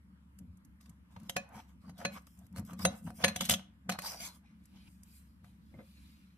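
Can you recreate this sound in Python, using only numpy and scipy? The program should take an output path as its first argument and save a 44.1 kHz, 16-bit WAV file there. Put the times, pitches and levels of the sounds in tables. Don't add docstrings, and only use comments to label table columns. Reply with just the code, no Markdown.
import sys
import numpy as np
from scipy import signal
from scipy.fft import rfft, irfft
from scipy.io import wavfile
from scipy.ndimage import uniform_filter1d

SR = 44100
rng = np.random.default_rng(int(sys.argv[2]) if len(sys.argv) > 2 else 0)


def log_audio(samples):
    frames = np.atleast_2d(samples).T
    limited = np.clip(frames, -1, 1)
    pcm = np.round(limited * 32767).astype(np.int16)
    wavfile.write(sys.argv[1], SR, pcm)


def gain_from_db(level_db):
    decades = np.asarray(level_db, float) / 20
    return 10 ** decades


N = 280917
TIME = np.arange(N) / SR
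RING_TIME = np.arange(SR // 5) / SR


def evened(x):
    return x / np.sqrt(np.mean(x ** 2) + 1e-20)


def read(points, hz):
    f, value = np.transpose(points)
    return np.interp(np.log(hz + 1), np.log(f + 1), value)


def colour(x, points):
    hz = np.fft.rfftfreq(x.shape[-1], 1 / SR)
    return irfft(rfft(x) * gain_from_db(read(points, hz)), x.shape[-1])


def halves(x):
    low = colour(x, [(4200, 0), (6000, -6), (9000, -30)])
    return evened(low), evened(x - low)


def add(mix, s, sound):
    part = mix[round(s * SR):][:len(sound)]
    part += sound[:len(part)]


def ring(modes, flutter=0):
    steps = rng.standard_normal((2, len(modes), len(RING_TIME) // 64 + 1))
    wander = np.cumsum(steps, 2).repeat(64, 2)[..., :len(RING_TIME)]
    wander = flutter * uniform_filter1d(wander, 128)
    out = 0
    for (hz, db, t60), swell_db, slip in zip(modes, *wander):
        fade = gain_from_db(db - 60 * RING_TIME / t60 + swell_db)
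        out = out + fade * np.sin(2 * np.pi * hz * RING_TIME + slip)
    return out


STRUCK_SPREAD_DB = 4


def struck(modes, flutter):
    shifts_db = STRUCK_SPREAD_DB * rng.uniform(-np.sqrt(3), np.sqrt(3), len(modes))
    shifted = [(hz, db + shift_db, t60) for (hz, db, t60), shift_db in zip(modes, shifts_db)]
    return ring(shifted, flutter)


def resonate(x, hz, width):
    turn = np.exp(2j * np.pi * np.cumsum(hz) / SR)
    r = np.exp(-np.pi * width / SR)
    return evened((turn * signal.lfilter([1], [1, -r], x / turn)).real)


def banded(x, depth_db):
    z = signal.stft(x, nperseg=512, noverlap=384)[2]
    bands = rng.standard_normal(z.T.shape).T
    bands = evened(uniform_filter1d(uniform_filter1d(bands, 4, 0), 30, 1))
    return evened(signal.istft(z * gain_from_db(depth_db * bands), nperseg=512, noverlap=384)[1][:N])


# (frequency [Hz], relative level [dB]), and its overall level
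AIR = [(15, -42.5), (25, -13), (59, 0), (84, -9), (120, -20.5), (190, -13), (301, -12), (394, -26),
       (695, -41), (911, -26), (1610, -27), (3920, -41), (6380, -47), (11600, -42.5), (16000, -57.5)]
AIR_DB = -63.5
# (frequency [Hz], correlation)
SAME = [(60, 0.68), (240, 0.51), (950, -0.16), (3770, -0.54), (15000, -0.01)]
# (frequency [Hz], width of its wavering [Hz], level [dB])
HUM = [(69, 5, -62)]


def air():
    frames, hz = N // 512 + 5, np.fft.rfftfreq(2048, 1 / SR)
    a, b, c, d, patches = rng.standard_normal((frames, 1025, 5)).T
    patches = evened(uniform_filter1d(uniform_filter1d(patches, 30, 0), 8, 1))
    same = np.clip(read(SAME, hz), -1, 1)[:, None]
    left = a + 1j * b
    right = same * left + np.sqrt(1 - same ** 2) * (c + 1j * d)
    z = np.array([left, right]) * gain_from_db(read(AIR, hz)[:, None] + 2.2 * patches)
    out = gain_from_db(AIR_DB) * evened(signal.istft(z, nperseg=2048, noverlap=1536)[1][:, :N])
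    for f, width, db in HUM:
        r = np.exp(-np.pi * width / SR)
        noise = rng.standard_normal(N) + 1j * rng.standard_normal(N)
        drift = signal.lfilter([1], [1, -r], noise)
        tone = (1 + .5 * drift / np.std(drift)) * np.exp(2j * np.pi * f * TIME)
        out += gain_from_db(db) * evened(tone.real)
    return out


# (frequency [Hz], density [dB per Hz])
CRACK = [(710, -35.5), (1200, -8), (2300, -2), (2510, -18.5), (2620, -0.5), (3320, -6.5), (4130, -11),
         (5650, -7.5), (7570, -9.5), (8530, -10), (12600, -8), (14400, -38.5), (16000, -65.5)]


def crack(low_db, high_db, t60):
    t = np.arange(2048) / SR
    low, high = halves(colour(rng.standard_normal(len(t)), CRACK))
    fade = (1 - np.exp(-t / 0.00058)) * (gain_from_db(-60 * t / t60) + gain_from_db(10.0 - 60 * t / 0.003))
    return (gain_from_db(low_db) * low + gain_from_db(high_db) * high) * fade


# (time [s], treble before TICK_DB [dB], middle relative to treble [dB])
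TICKS = [(0.388, -45.5, -10.5), (0.572, -58, -26), (0.6495, -52, -15), (0.8106, -52, -7), (0.859, -58, 6.5),
         (0.895, -47.5, -9.5), (1.2, -57, 3), (1.2321, -56, -9), (1.49, -56.5, -16), (2.2209, -61, -35),
         (2.269, -51.5, 1), (2.375, -61, -8), (2.39, -51, -21), (2.466, -55, -10), (2.526, -59, -8),
         (2.6504, -49, -15), (3.028, -58.5, -16), (4.6378, -61, -27), (4.6552, -50, -14.5),
         (5.0335, -44.5, -17.5)]
TICK_DB = -9.5


def ticks():
    out = np.zeros(N)
    for s, db, dull_db in TICKS:
        add(out, s, crack(db + dull_db + TICK_DB, db + TICK_DB, t60=0.029))
    return out


# (frequency [Hz], relative level [dB], t60 [s])
LEGS = [(90, 2, 0.28), (108, -5.5, .12)]
TABLE = [(136, -24, 0.19), (188.3, 8, 0.18), (211.7, -0.5, 0.28), (218, -25, 0.072)]
# (time [s], drive of the top [dB], legs relative to top [dB])
PUSHES = [(0.41, -47.5, -17), (0.49, -59.5, 6), (0.89, -53, -3), (1.17, -54, -0.5), (1.23, -49.5, -5.5),
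          (1.38, -47, -21), (1.56, -51.5, -1.8), (1.74, -60, -2.2), (1.85, -49.5, -11.5), (1.9, -46.5, -16),
          (2.0, -49.5, -17.5), (2.065, -41.5, -17), (2.14, -48, -16.5), (2.45, -56, 5), (2.54, -49.5, -4),
          (2.598, -36.5, -6), (2.73, -40, -23), (2.8, -43.5, -5), (2.858, -31.5, -13.5),
          (3.07, -36.5, -14.5), (3.12, -51, -12), (3.26, -36, -13.5), (3.21, -47.5, -15.5),
          (3.37, -44, -13.5), (3.418, -42, -12.5), (3.51, -34.5, -15), (3.9, -41.5, -11), (4.0, -53.5, -15),
          (4.24, -56, -10.5), (4.36, -60, -12.5), (4.75, -57.5, -14), (4.88, -62.5, 3.5), (5.44, -54.5, 1),
          (5.77, -49, -31)]
PUSH_RISE_DB_PER_S, PUSH_FALL_DB_PER_S = 420.5, 228
TREMBLE_DB, TREMBLE_LEGS_DB = -62.5, -72.5


def shakes():
    t = np.arange(0, N, 64) / SR
    s, top_db, legs_db = np.transpose(PUSHES)
    away = t - s[:, None]
    slope_db = np.where(away < 0, away * PUSH_RISE_DB_PER_S, -away * PUSH_FALL_DB_PER_S)
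    power = gain_from_db(slope_db) ** 2
    top_gain = np.sqrt(gain_from_db(top_db) ** 2 @ power + gain_from_db(TREMBLE_DB) ** 2)
    legs_gain = np.sqrt(gain_from_db(top_db + legs_db) ** 2 @ power + gain_from_db(TREMBLE_LEGS_DB) ** 2)
    jolts = rng.standard_normal((2, N)) * (0.09 + (rng.random((2, N)) < 150 / SR))
    top = evened(signal.oaconvolve(jolts[0], ring(TABLE))[:N])
    legs = evened(signal.oaconvolve(jolts[1], ring(LEGS))[:N])
    return np.interp(TIME, t, top_gain) * top + np.interp(TIME, t, legs_gain) * legs


EDGE_DB, ROUNDNESS = -30.5, 1.3


def swells(rows):
    t = np.arange(0, N, 16) / SR
    s, rise, fall, db = (c[:, None] for c in np.transpose(rows)[:4])
    away = np.where(t < s, (s - t) / rise, (t - s) / fall)
    return t, gain_from_db(db + EDGE_DB * np.minimum(away, 9) ** ROUNDNESS)


TEETH_PER_S = 83


def grit():
    pace = TEETH_PER_S * (1 + 4 * uniform_filter1d(rng.standard_normal(N), 1000))
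    teeth = .5 + np.exp(-(np.cumsum(pace) / SR % 1) / 1.2)
    grains = gain_from_db(2.5 * np.minimum(rng.exponential(1.2, (2, N)), 6))
    return teeth * grains * rng.standard_normal((2, N))


# (frequency [Hz], relative level [dB], t60 [s])
BLADE = [(1950, -12, .05), (3885, -8, .13), (6365, 0, .07), (6310, -11, .13), (9345, 0, .05),
         (9250, -14, .1), (12680, -9, .06)]
PLATE = [(603, -6, .14), (1110, 0, .11), (1723, -1, .11), (2500, -1, .13), (3100, -12, .1), (4125, -1, .11),
         (4260, -4, .1), (5620, -8, .06), (7170, -12, .05), (8070, -13, .04), (8820, -16, .05),
         (10570, -17, .05), (11670, -14, .04), (12500, -18, .04)]
FORK = [(2660, -9, .04), (2900, -3, .045), (3068, -3, .045), (3220, -2, .045), (3360, 0, .05),
        (3525, -4, .045), (3765, -7, .04), (5490, -8, .035), (5850, -6, .035), (6090, -8, .035)]
# (frequency [Hz], density [dB per Hz])
HISS = [(880, -38), (1500, -6.5), (1660, -23), (2160, -3.5), (2590, -12.5), (2800, -8.5), (3310, -7.5),
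        (4550, -11), (5280, -4.5), (5880, -8), (11100, -10.5), (14600, -11.5), (16000, -41.5)]
# (peak time [s], rise [s], fall [s], hiss level [dB], treble relative to hiss [dB])
SKIDS = [(0.808, 0.0072, 0.21, -77.5, 1.5), (1.12, .03, 0.15, -79.5, 1), (1.27, 0.24, 0.089, -74.5, -1.5),
         (1.556, 0.059, 0.15, -65.5, -1.7), (1.605, 0.082, 0.018, -62, -25), (1.69, 0.034, 0.092, -78, 2),
         (1.82, 0.029, 0.22, -80, -1), (1.9, 0.065, 0.03, -68, -7), (1.981, .004, .06, -59.5, -0.5),
         (2.015, 0.08, 0.088, -61, -6), (2.14, 0.045, .12, -71, 10), (2.178, 0.13, .025, -58.5, -8.5),
         (2.275, .005, 0.026, -77, 8), (2.3, 0.09, 0.32, -85, 12), (2.46, .08, .02, -89, 12),
         (2.578, 0.035, .035, -54.5, -3.5), (2.66, 0.018, 0.0946, -72.5, 8), (2.71, 0.081, 0.066, -67, 0.1),
         (2.792, .003, .02, -59.5, 7.5), (2.83, 0.062, 0.048, -51, 0.4), (2.92, 0.089, .09, -66, -5.5),
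         (2.98, 0.12, 0.063, -77, 12.5), (3.05, 0.043, 0.059, -79.5, 12), (3.076, 0.044, .08, -67, 1.7),
         (3.175, 0.057, .1, -69.5, 10.5), (3.23, 0.071, .02, -53, -3), (3.285, 0.053, .05, -46, -8.5),
         (3.42, 0.0057, 0.015, -43.5, -0.46), (3.46, .15, .06, -47, -2.75), (3.51, .005, .045, -27, -2),
         (3.58, .1, .05, -68.5, -7), (3.919, .015, 0.058, -46, -7), (4.067, 0.083, 0.2, -45, -3),
         (4.205, 0.017, 0.153, -50.5, -0.8), (4.264, .12, 0.063, -51, 4.5),
         (4.351, 0.083, 0.066, -71.5, 3.5), (4.46, 0.041, 0.25, -75, -21.5), (4.77, 0.066, 0.17, -70, -24),
         (4.882, .06, 0.0097, -65.5, -27)]
# (time [s], frequency [Hz])
FREE_BLADE = [(0.8, 3700), (1.1, 2700), (1.6, 2400), (1.9, 4900), (2.0, 3000), (2.18, 2430), (2.58, 4500),
              (2.74, 2500), (2.83, 4900), (2.93, 3600), (3.2, 2430), (3.29, 2460), (3.45, 3500),
              (3.55, 3400), (3.92, 4100), (4.1, 4900), (4.3, 4300), (4.45, 2375), (4.62, 2300), (4.8, 2772)]


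def skids(rough):
    t, skid = swells(SKIDS)
    hiss_gain = np.interp(TIME, t, np.sqrt((skid ** 2).sum(0)))
    treble_db = np.transpose(SKIDS)[4]
    treble_gain = np.interp(TIME, t, np.sqrt(gain_from_db(treble_db) ** 2 @ skid ** 2))
    low, high = halves(banded(colour(rough, HISS), depth_db=4))
    blade_hz = np.interp(TIME, *np.transpose(FREE_BLADE))
    low = evened(low + gain_from_db(1.5) * resonate(low, blade_hz, 350))
    bodies = ring(PLATE + BLADE + FORK, flutter=0.23)
    singing = signal.oaconvolve(rough * hiss_gain, bodies)[:N] / np.linalg.norm(bodies)
    return hiss_gain * low + treble_gain * high + gain_from_db(-16) * singing


# (frequency [Hz], relative level [dB], t60 [s])
CLACK = [(551, -0.5, 0.14), (723, 4.5, 0.082), (963, 8.5, 0.013), (1246, 11, 0.013), (1505, 3.5, 0.033),
         (1860, -3.5, 0.013)]
# (peak time [s], rise [s], fall [s], level [dB], resonance [Hz])
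GRINDS = [(0.808, .006, .055, -70.5, 1176), (0.908, 0.18, .08, -71, 1037), (1.12, 0.025, .035, -67.5, 952),
          (1.164, 0.0027, .024, -49, 977), (1.28, 0.39, .03, -67, 1048), (1.55, 0.014, .15, -55.5, 900),
          (1.6, 0.29, .025, -52, 829), (1.7, 0.021, .08, -68, 1050), (1.845, 0.041, .15, -63, 1142),
          (1.9, 0.055, .03, -60.5, 750), (2.018, 0.056, .055, -44.5, 700), (2.1, 0.045, .12, -58, 692),
          (2.178, 0.062, .025, -46.5, 1130), (2.275, 0.0063, .008, -61, 1190), (2.409, 0.057, .1, -68, 695),
          (2.542, .008, .08, -66, 948), (2.59, 0.069, .05, -53, 984), (2.697, 0.034, .1, -51, 1142),
          (2.797, 0.0068, .12, -46.5, 1110), (2.94, 0.079, .07, -52.5, 750),
          (3.07, 0.0065, .05, -45.5, 793), (3.205, 0.029, .12, -46, 725), (3.288, .04, .03, -39.5, 999),
          (3.42, .005, .012, -42, 917), (3.45, 0.069, .1, -63.5, 910), (3.53, .06, .03, -40.5, 635),
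          (3.6, 0.15, .04, -60, 720), (3.96, 0.083, .012, -44, 740), (4.04, 0.025, .15, -43.5, 890),
          (4.15, 0.15, .05, -49.5, 760), (4.21, .04, .1, -55, 627), (4.265, .1, .1, -54, 980),
          (4.365, .1, .025, -65.5, 1130), (4.45, 0.07, .02, -70.5, 856), (4.764, .1, .12, -71.5, 903),
          (4.882, .1, .027, -74, 895), (5.446, 0.0081, .15, -71, 817), (5.746, 0.039, .04, -62.5, 580),
          (5.8, .06, 0.06, -57.5, 470)]


def grinds(rough):
    t, grind = swells(GRINDS)
    power = grind ** 2 + 1e-14
    gain = np.interp(TIME, t, np.sqrt(power.sum(0)))
    hz = np.interp(TIME, t, np.transpose(GRINDS)[4] @ power / power.sum(0))
    foot = ring(CLACK) * gain_from_db(-60 * RING_TIME / 0.019)
    rub = evened(signal.oaconvolve(rough, foot)[:N])
    return gain * evened(rub + gain_from_db(1.5) * resonate(rub, hz, 130))


CRACK_DB, TREBLE_DB, CLACK_DB, THUMP_DB = -10, -4.5, -10.5, -19


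def blow(out, low, s, crack_db, treble_db, clack_db, blade_db, partner_db, partner):
    add(out, s, crack(crack_db + CRACK_DB, treble_db + TREBLE_DB, t60=0.037))
    add(out, s, gain_from_db(clack_db + CLACK_DB) * struck(CLACK, flutter=0.36))
    add(out, s, gain_from_db(blade_db) * struck(BLADE, flutter=0.25))
    add(out, s, gain_from_db(partner_db) * struck(partner, flutter=.4))
    thump = ring(TABLE) * (1 - np.exp(-RING_TIME / .004))
    add(low, s, gain_from_db(clack_db + THUMP_DB) * thump)


# (time [s], clack [dB], crack relative to clack [dB], treble relative to clack [dB])
KNOCKS = [(1.1647, -49.5, 0, -24), (1.8957, -53, 0.5, -5.5), (2.5621, -49, 1, -1), (2.5728, -49, -6, -5),
          (2.584, -50, 3, 2), (2.5953, -51, -1, 2.5), (2.6936, -74, 8, -4), (2.7326, -47.5, -2.5, -3),
          (2.7946, -51.5, 5, -14), (2.8744, -42, -6, -23), (3.0682, -50, -8, -14.5),
          (3.1044, -46.5, -10.5, -9), (5.4445, -59.5, 4.2, -13)]
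KNOCK_RING_DB = -26.5


def knocks(out, low):
    for s, db, crack_db, treble_db in KNOCKS:
        blow(out, low, s, db + crack_db, db + treble_db, db, -120, db + KNOCK_RING_DB, PLATE)


# (time [s], strength [dB], and relative to it treble [dB], clack [dB], tine ring [dB])
FORK_BLOWS = [(1.296, -29, -3.5, -8.5, -15.5), (3.3619, -26, -8.5, -7.5, -15),
              (3.4092, -24, -5.5, -8, -13.5), (3.4129, -32.5, -10, -7.5, -21), (3.4527, -33, 0.5, -21, -14),
              (3.491, -26.5, -4, -18.5, -24.5), (3.4964, -19, 1.5, -12.5, -8.5),
              (3.5082, -26, -14, -13, -5.5), (3.5203, -29, -18.5, -6.5, -11), (3.539, -24, -8.5, -14.5, -8),
              (3.5427, -33, -6.5, -12, -14.5), (3.5954, -45, -22, -5.5, -21)]
FORK_BLADE_DB = -21


def fork_blows(out, low):
    for s, db, treble_db, clack_db, tine_db in FORK_BLOWS:
        blow(out, low, s, db, db + treble_db, db + clack_db, db + FORK_BLADE_DB, db + tine_db, FORK)


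# (time [s], strength [dB], treble relative to it [dB], clack relative to it [dB],
# blade ring over plate ring [dB])
KNIFE_BLOWS = [(1.3661, -22, -16, -6.5, -9.5), (2.0513, -20, -46, -4.5, -6.5),
               (2.8519, -14.5, -17, -6, 18.5), (3.2408, -16, -28, -10, -10.5), (3.245, -10, -43, -7.5, 3.5),
               (3.2811, -21, -14.5, -15, 3), (3.894, -25.5, -10.5, -5, -2.5), (3.898, -27.5, -10, -6, 2),
               (3.922, -31, -14, -6.5, 1), (3.9888, -30.5, -7, -7.5, 0), (4.0203, -41, -0.5, -10, -3)]
KNIFE_RING_DB = -23.5


def knife_blows(out, low):
    for s, db, treble_db, clack_db, lean_db in KNIFE_BLOWS:
        blade_db = db + KNIFE_RING_DB + lean_db / 2
        plate_db = db + KNIFE_RING_DB - lean_db / 2
        blow(out, low, s, db, db + treble_db, db + clack_db, blade_db, plate_db, PLATE)


# (time [s], level [dB], treble relative to it [dB])
RUSTLE = [(4.39, -110, -2), (4.65, -83.5, -3), (4.83, -73, -6), (4.91, -85.5, 10.5), (5.03, -87, 2.5),
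          (5.07, -79, 4), (5.169, -75.5, 10), (5.24, -85, 6), (5.43, -90, -4), (5.446, -76, -1),
          (5.6, -88.5, -3), (5.67, -81.5, -3.5), (5.76, -81.5, -2), (5.9, -74.5, -2), (6.0, -73.5, -2.5),
          (6.14, -74, -3.5), (6.37, -84, -7)]
# (frequency [Hz], density [dB per Hz])
RUSTLE_TONE = [(900, -33), (1600, -10), (2400, 2), (4500, -3.5), (6500, -10.5), (11500, -9), (14500, -11),
               (16000, -39)]


def rustle():
    s, level_db, treble_db = np.transpose(RUSTLE)
    grain = gain_from_db(1.5 * np.minimum(rng.exponential(1, N), 5)) * rng.standard_normal(N)
    low, high = halves(banded(colour(grain, RUSTLE_TONE), depth_db=2.5))
    low = low + gain_from_db(-7) * evened(signal.oaconvolve(low, ring(PLATE))[:N])
    low_gain = gain_from_db(np.interp(TIME, s, level_db))
    high_gain = gain_from_db(np.interp(TIME, s, level_db + treble_db))
    return low_gain * low + high_gain * high


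# (time [s], drive [dB])
BUMPS = [(5.742, -62), (5.79, -57.5), (5.807, -59)]
# (frequency [Hz], relative level [dB], t60 [s])
BUMP = [(347, 9, 0.076), (533, 3, 0.13), (710, -16, 0.19), (1130, -21, 0.17), (2094, -3, 0.076),
        (2430, -21, 0.14)]


def bumps():
    out = np.zeros(N)
    for s, db in BUMPS:
        add(out, s, gain_from_db(db) * struck(BUMP, flutter=.4))
    return out


# (frequency [Hz], level relative to what they share [dB])
APART = [(60, -18.5), (110, -14.5), (200, -19), (380, -3.5), (700, -4), (1290, -3.5), (2380, 2),
         (4400, 1.5), (8120, -0.5), (15000, 1)]


def microphones(x):
    t, turn, unalike = np.arange(512) / SR, TIME * 6, 0
    for k in range(3):
        late = rng.standard_normal(len(t)) * gain_from_db(-60 * t / .015)
        paths = np.concatenate([-late[::-1], [0], late])
        window = np.sqrt(2 / 3) * abs(np.cos(np.pi * (turn + k / 3)))
        unalike = unalike + signal.oaconvolve(x * window, paths / np.linalg.norm(paths), "same")
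    unalike = colour(unalike, APART)
    return np.array([x + unalike, x - unalike])


# (frequency [Hz], t60 [s])
KITCHEN = [(200, 0.23), (1000, 0.41), (4000, 0.29), (12000, 0.2)]


def kitchen(x):
    taps = np.zeros((2, SR // 2))
    starts = np.arange(200, SR // 2 - 20, 20)
    at = starts + rng.integers(0, 20, (2, (SR // 2 - 201) // 20))
    np.put_along_axis(taps, at, rng.choice([-1., 1.], at.shape), 1)
    hz, t, z = signal.stft(taps, SR, nperseg=256)
    tail = signal.istft(z * gain_from_db(-60 * t / read(KITCHEN, hz)[:, None]), SR, nperseg=256)[1]
    return signal.fftconvolve(x[None], tail / np.linalg.norm(tail[0]), axes=1)[:, :N]


def scene():
    blows, thumps = np.zeros((2, N))
    for play in (knocks, fork_blows, knife_blows):
        play(blows, thumps)
    skid_grit, foot_grit = grit()
    cutlery = ticks() + skids(skid_grit) + grinds(foot_grit) + blows + rustle() + bumps()
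    table = colour(thumps + shakes(), [(35, -46.5), (55, -15.5), (75, 2)]) * np.array([[.6], [-.6]])
    table = table / np.array([[.6], [-.6]]) * gain_from_db(np.array([[.6], [-.6]]))
    return microphones(cutlery) + gain_from_db(-16) * kitchen(cutlery) + table + air()


def roll_off(x):
    return signal.sosfilt(signal.butter(12, 16500, fs=SR, output="sos"), x)


# (frequency [Hz], gain [dB])
MICROPHONE = [(25, -20.5), (55, -5), (70, -1.5), (300, -2), (385, -14), (480, -3), (14300, -0.5),
              (16000, -12.5)]


def record(dry):
    padded = np.pad(dry, ((0, 0), (4096, 4096)), "reflect")
    heard = colour(padded, MICROPHONE)[:, 4096:-4096]
    return roll_off(heard)


dry = scene()
out = record(dry)
log_audio(out)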